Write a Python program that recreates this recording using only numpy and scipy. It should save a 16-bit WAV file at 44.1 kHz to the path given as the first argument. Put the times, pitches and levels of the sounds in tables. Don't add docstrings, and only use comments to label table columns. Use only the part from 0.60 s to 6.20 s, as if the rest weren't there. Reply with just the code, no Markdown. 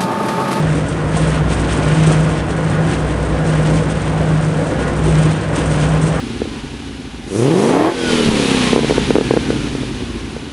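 import sys
import numpy as np
from scipy import signal
from scipy.fft import rfft, irfft
from scipy.io import wavfile

SR = 44100
rng = np.random.default_rng(int(sys.argv[2]) if len(sys.argv) > 2 else 0)


def master_out(mix):
    frames = np.transpose(np.atleast_2d(mix))
    ceiling = np.clip(frames, -1, 1)
    pcm = np.round(ceiling * 32767).astype(np.int16)
    wavfile.write(sys.argv[1], SR, pcm)


N = 246959
SHAFT_HZ = 10.422


# peak_load_s, half_width_s, boom_db, grit_db
ROLLER_PASSES = [(0.02, 0.15, -14, -37.5), (0.71, 0.16, -15, -60), (1.48, 0.18, -10, -34.5),
                 (2.19, 0.17, -15, -56.5), (3.03, 0.2, -13, -41), (3.73, 0.2, -14, -43),
                 (4.595, 0.12, -10.5, -35.5), (5.31, 0.22, -13.5, -38)]
# order, level_db
SHAFT_HARMONICS = [(5, -42), (7, -37.5), (9, -36), (10, -29), (14, -31), (17, -34), (20, -33.5), (25, -33),
                   (45, -41.5)]

def drive(boom_order=15, boom_gain_db=-1.0, idle_db=-23.5):
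    phase = 2 * np.pi * SHAFT_HZ * np.arange(N) / SR
    passes = power_sum(undb(db) * swell(s, width) for s, width, db, _ in ROLLER_PASSES)
    load = power_sum([undb(idle_db), passes])
    pan = vibration(boom_order * phase, flutter_db=1.45, wobble_rad=0.89)
    harmonics = sum(undb(db) * vibration(order * phase, flutter_db=2.5, wobble_rad=0.43)
                    for order, db in SHAFT_HARMONICS)
    return undb(boom_gain_db) * load * pan + harmonics, pan


# time_s, level_db
FRAME_ENVELOPE = [(0.0, -40), (0.09, -26), (0.28, -29), (0.89, -17.5), (1.4, -26), (2.21, -28.5),
                  (2.63, -20), (2.93, -28), (3.02, -22), (3.77, -27), (3.84, -33), (4.52, -19.5),
                  (4.83, -39), (5.01, -20.5), (5.49, -27), (5.6, -25)]

def frame(order=6, gain_db=-0.5):
    phase = 2 * np.pi * order * SHAFT_HZ * np.arange(N) / SR
    return undb(curve(FRAME_ENVELOPE) + gain_db) * vibration(phase, flutter_db=2.2, wobble_rad=0.45)


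# time_s, level_db
ROLLING_ENVELOPE = [(0, -20.5), (.28, -23), (.68, -20), (.9, -20.5), (1.03, -21.5), (1.1, -21),
                    (1.22, -18.5), (1.4, -20.5), (1.52, -19), (1.78, -22.5), (2.1, -21), (2.3, -20),
                    (2.4, -22), (3.25, -21), (3.42, -23.5), (3.64, -20.5), (3.92, -24), (4.13, -21.5),
                    (4.38, -22), (4.55, -20.5), (4.85, -24), (5.0, -20), (5.12, -21.5), (5.3, -20.5),
                    (5.47, -22), (5.6, -18)]
# frequency_hz, gain_db
RUMBLE_SPECTRUM = [(22, -44), (42, -21.5), (72, -2), (86, -5.5), (130, 1.5), (230, -5), (340, -3.5),
                   (385, -10.5), (440, -3), (600, -6), (850, -10), (1200, -13), (1650, -15), (2300, -24),
                   (5000, -47.5), (10000, -68)]
# pitch_hz, bandwidth_hz, level_db
HOUSING_MODES = [(125.2, 5.9, -12.5), (147.4, 8.2, -3), (182.2, 9.6, -2.5), (234.6, 7.8, -4.5),
                 (286.9, 18, -4), (312, 9.9, -0.5), (347.7, 4.4, -3.5), (393.5, 4.7, -7)]
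# pitch_hz, bandwidth_hz, level_db
STEEL_MODES = [(698.5, 8, -0.5), (1052, 12, 5.5), (1114, 5, -20.5), (1260, 12, -4.5), (1456, 17, 6),
               (1630, 25, 2.5), (1820, 61, -1), (1905, 18, -3)]

def rollers(crunch, housing_db=-5.0, steel_db=-35.5):
    rumble = unit(colour(impacts(per_s=3500, spread_db=0.5), RUMBLE_SPECTRUM))
    housing = undb(housing_db) * unit(ring(impacts(per_s=1800, spread_db=-1.5), HOUSING_MODES))
    steel = undb(steel_db) * unit(ring(impacts(per_s=200, spread_db=3.0), STEEL_MODES))
    bite = unit(crunch ** 0.65)
    return undb(curve(ROLLING_ENVELOPE)) * (rumble + housing) + bite * steel


# start_s, centre_hz, level_db
ROLLER_KNOCKS = [(0.145, 273, -19), (0.56, 700, -24), (0.665, 463, -25), (0.93, 730, -27),
                 (1.01, 316, -21.5), (1.027, 233, -19.5), (1.18, 305, -17.5), (1.265, 230, -20.5),
                 (1.465, 325, -20.5), (1.505, 466, -20), (2.288, 278, -21), (3.216, 482, -20.5),
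                 (3.604, 504, -19), (4.015, 555, -26), (3.69, 327, -25.5), (4.115, 300, -17.5),
                 (4.12, 476, -23), (4.275, 520, -20.5), (4.46, 388, -20.5), (4.646, 304, -16.5),
                 (4.975, 280, -19.5), (5.0, 490, -23.5)]

def knocks(rise_s=0.0082, decay_s=0.045, spread_octaves=0.24):
    size = 8192
    t = np.arange(size) / SR
    hz, width, _ = np.transpose(HOUSING_MODES + HOOD_MODES + STEEL_MODES)[:, :, None]
    envelope = np.minimum(t / rise_s, 1) * np.exp(-t / decay_s)
    out = np.zeros(N)
    for s, centre_hz, db in ROLLER_KNOCKS:
        share = 1 / (1 + (np.log2(hz / centre_hz) / spread_octaves) ** 4)
        cycles = hz * t + rng.random(hz.shape)
        modes = share * np.exp(-np.pi * width * t + 2j * np.pi * cycles)
        knock = envelope * modes.sum(axis=0)
        start = int(s * SR)
        out[start:start + size] += undb(db) * 2 * knock.imag / np.abs(knock).max()
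    return out


# start_s, length_s, rise_s, grit_db, crunch_db
FEED_LUMPS = [(0.52, 0.26, 0.02, -38.5, -34), (0.87, 0.062, 0.034, -32, -30.5),
              (0.951, 0.1, 0.031, -38.5, -33.5), (1.074, 0.084, 0.021, -35, -30),
              (1.156, 0.3, 0.067, -37.5, -33.5), (1.478, 0.057, 0.039, -29, -28.5),
              (1.625, 0.18, 0.11, -37.5, -34.5), (1.886, 0.052, 0.018, -42, -40),
              (2.026, 0.13, 0.036, -43.5, -38), (2.252, 0.102, 0.061, -34, -31.5),
              (2.46, 0.065, 0.022, -45, -40.5), (2.838, 0.19, 0.03, -40, -41.5),
              (3.042, 0.031, 0.018, -30, -31.5), (3.13, 0.054, 0.034, -33.5, -34),
              (3.25, 0.24, 0.056, -48, -40), (3.8, 0.055, 0.026, -39, -42), (4.026, 0.095, 0.023, -40, -52),
              (4.166, 0.059, 0.038, -38, -36), (4.44, 0.052, 0.026, -39, -35.5),
              (4.646, .2, 0.033, -47, -36), (4.917, 0.1, 0.059, -32, -31), (5.09, 0.15, 0.025, -37, -35),
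              (5.438, 0.13, 0.08, -48, -38.5)]

def grinding(idle_grit_db=-45, idle_crunch_db=-39.5, pass_crunch_db=0.5, patchy_db=1.0):
    passes = power_sum(undb(db) * swell(s, width) for s, width, _, db in ROLLER_PASSES)
    lump_grit = power_sum(undb(db) * lump(s, length, rise) for s, length, rise, db, _ in FEED_LUMPS)
    lump_crunch = power_sum(undb(db) * lump(s, length, rise) for s, length, rise, _, db in FEED_LUMPS)
    feed = power_sum([undb(idle_grit_db), passes, lump_grit])
    crunch = power_sum([undb(idle_crunch_db), undb(pass_crunch_db) * passes, lump_crunch])
    patchiness = undb(patchy_db * wander(26))
    return feed * patchiness, crunch * patchiness


# frequency_hz, gain_db
BED_SPECTRUM = [(300, 1.5), (1000, 4), (1700, 5), (2400, 6.5), (3200, 5), (4000, -1), (5000, -6.5),
                (10000, -25)]

def bed(crunch, gain_db=2):
    return crunch * undb(gain_db) * unit(colour(impacts(per_s=6500, spread_db=-1.0), BED_SPECTRUM))


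# frequency_hz, gain_db
GRIT_SPECTRUM = [(1000, -5), (3100, 1.5), (4200, 1), (4950, -0.5), (5900, 4.5), (7700, 4.5), (8400, 11.5),
                 (8900, 8), (9300, 7), (10100, 1.5), (10600, -39.5)]
# frequency_hz, gain_db
POWDER_SPECTRUM = [(1000, -8), (3100, -7), (4900, 2), (6500, 2), (8500, 0.5), (10600, -36)]

def grit(feed, powder_db=-6.5, shatter_s=0.0022, collapse_s=0.02, trickle=1.0):
    collapses = np.abs(impacts(per_s=48, spread_db=5.0))
    clumps = trickle + unit(decay(collapses, collapse_s))
    burst_energy = impacts(per_s=1100 * clumps, spread_db=3.0) ** 2
    spray = np.sqrt(clumps * decay(burst_energy, shatter_s))
    splinters = unit(colour(spray * impacts(per_s=19000, spread_db=2.7), GRIT_SPECTRUM))
    powder = unit(colour(np.sqrt(clumps) * rng.standard_normal(N), POWDER_SPECTRUM))
    return feed * (splinters + undb(powder_db) * powder)


# start_s, level_db
GRAIN_CRACKS = [(0.1301, -22), (0.7053, -11), (1.0904, -30), (1.113, -20), (1.5085, -25), (1.521, -23),
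                (1.6521, -35), (2.3156, -17), (2.337, -22), (2.9524, -20), (3.0736, -15), (4.4482, -13),
                (4.555, -14), (4.6193, -23), (5.011, -21), (5.2021, -21)]

def cracks(gain_db=-4, crumble_s=0.00033):
    size = 1024
    envelope = np.exp(-np.arange(size) / SR / crumble_s)
    out = np.zeros(N)
    for s, db in GRAIN_CRACKS:
        start = int(s * SR)
        out[start:start + size] += undb(db + gain_db) * envelope * rng.standard_normal(size)
    return colour(out, GRIT_SPECTRUM)


# peak_s, half_width_s, level_db
ROLLER_SCRAPES = [(0.33, 0.04, -39), (0.58, 0.027, -32), (1.08, 0.025, -32.5), (1.53, 0.046, -35),
                  (2.16, 0.12, -32), (2.95, .1, -31), (4.23, 0.027, -30), (4.29, 0.016, -26),
                  (5.58, 0.036, -40)]

def scrapes():
    force = power_sum(undb(db) * swell(s, width) for s, width, db in ROLLER_SCRAPES)
    return force * unit(ring(impacts(per_s=1200, spread_db=2.0), STEEL_MODES))


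# pitch_hz, bandwidth_hz, level_db
HOOD_MODES = [(286.4, 8.2, 0), (359, 9, -5), (482, 21, -6), (507.5, 17.5, 0), (548.4, 25, -6),
              (586.5, 17, -8)]
# time_s, level_db
GROWL_ENVELOPE = [(0, -25), (.4, -28), (1.0, -30), (1.5, -39), (1.85, -32.5), (2.3, -23), (2.65, -26.5),
                  (3.1, -21), (3.45, -24.5), (3.8, -23), (4.15, -21), (4.75, -30), (5.05, -25.5),
                  (5.6, -27.5)]

def hood(gain_db=-2.5):
    growl = unit(ring(impacts(per_s=2500, spread_db=1.5), HOOD_MODES))
    return undb(curve(GROWL_ENVELOPE) + gain_db) * growl


def vibration(phase, flutter_db, wobble_rad):
    amplitude = undb(flutter_db * wander(29.0))
    return unit(amplitude * np.sin(phase + 2 * np.pi * rng.random() + wobble_rad * wander(2.4)))


def impacts(per_s, spread_db):
    hit = rng.random(N) < per_s / SR
    size = undb(spread_db * np.minimum(rng.exponential(size=N), 5))
    return hit * size * rng.choice([-1, 1], N)


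def ring(x, modes):
    f = np.maximum(np.arange(N // 2 + 1) * SR / N, 1)
    response = sum(undb(db) / np.sqrt(width) / (1 + 1j * (f * f - hz * hz) / (f * width))
                   for hz, width, db in modes)
    return irfft(rfft(x) * response, N)


def colour(x, spectrum):
    hz, db = np.transpose(spectrum)
    f = np.maximum(np.arange(N // 2 + 1) * SR / N, 1)
    magnitude = undb(np.interp(np.log(f), np.log(hz), db))
    cepstrum = irfft(np.log(magnitude), N)
    cepstrum[1:N // 2] *= 2
    cepstrum[N // 2:] = 0
    return irfft(rfft(x) * np.exp(rfft(cepstrum)), N)


def swell(peak_s, half_width_s):
    return np.exp(-.5 * np.abs((np.arange(N) / SR - peak_s) / half_width_s) ** 2.2)


def lump(start_s, length_s, rise_s, release_s=0.026):
    t = np.arange(N) / SR - start_s
    return np.clip(t / rise_s, 0, 1) * np.exp(-np.maximum(t - length_s, 0) / release_s)


def decay(x, decay_s):
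    return signal.lfilter([1], [1, -np.exp(-1 / (decay_s * SR))], x)


def wander(cutoff_hz):
    f = np.arange(N // 2 + 1) * SR / N
    return unit(irfft(rfft(rng.standard_normal(N)) / (1 + (f / cutoff_hz) ** 2), N))


def power_sum(gains):
    return np.sqrt(sum(gain ** 2 for gain in gains))


def curve(rows):
    return np.interp(np.arange(N) / SR, *np.transpose(rows))


def undb(db):
    return 10 ** (np.asarray(db) / 20)


def unit(x):
    return x / np.sqrt(np.mean(x ** 2))


def scene():
    feed, crunch = grinding()
    drone, pan = drive()
    shaken_feed = feed * (1 + 0.075 * pan)
    crushing = bed(crunch) + grit(shaken_feed) + cracks()
    return (drone + frame() + rollers(crunch) + scrapes() + hood() + crushing + knocks())[None]


def record(dry, ceiling=0.92, cutoff_hz=10400):
    rounded = dry / (1 + (dry / ceiling) ** 8) ** (1 / 8)
    return signal.sosfilt(signal.ellip(10, .2, 90, cutoff_hz, fs=SR, output="sos"), rounded)


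dry = scene()
out = record(dry)
master_out(out)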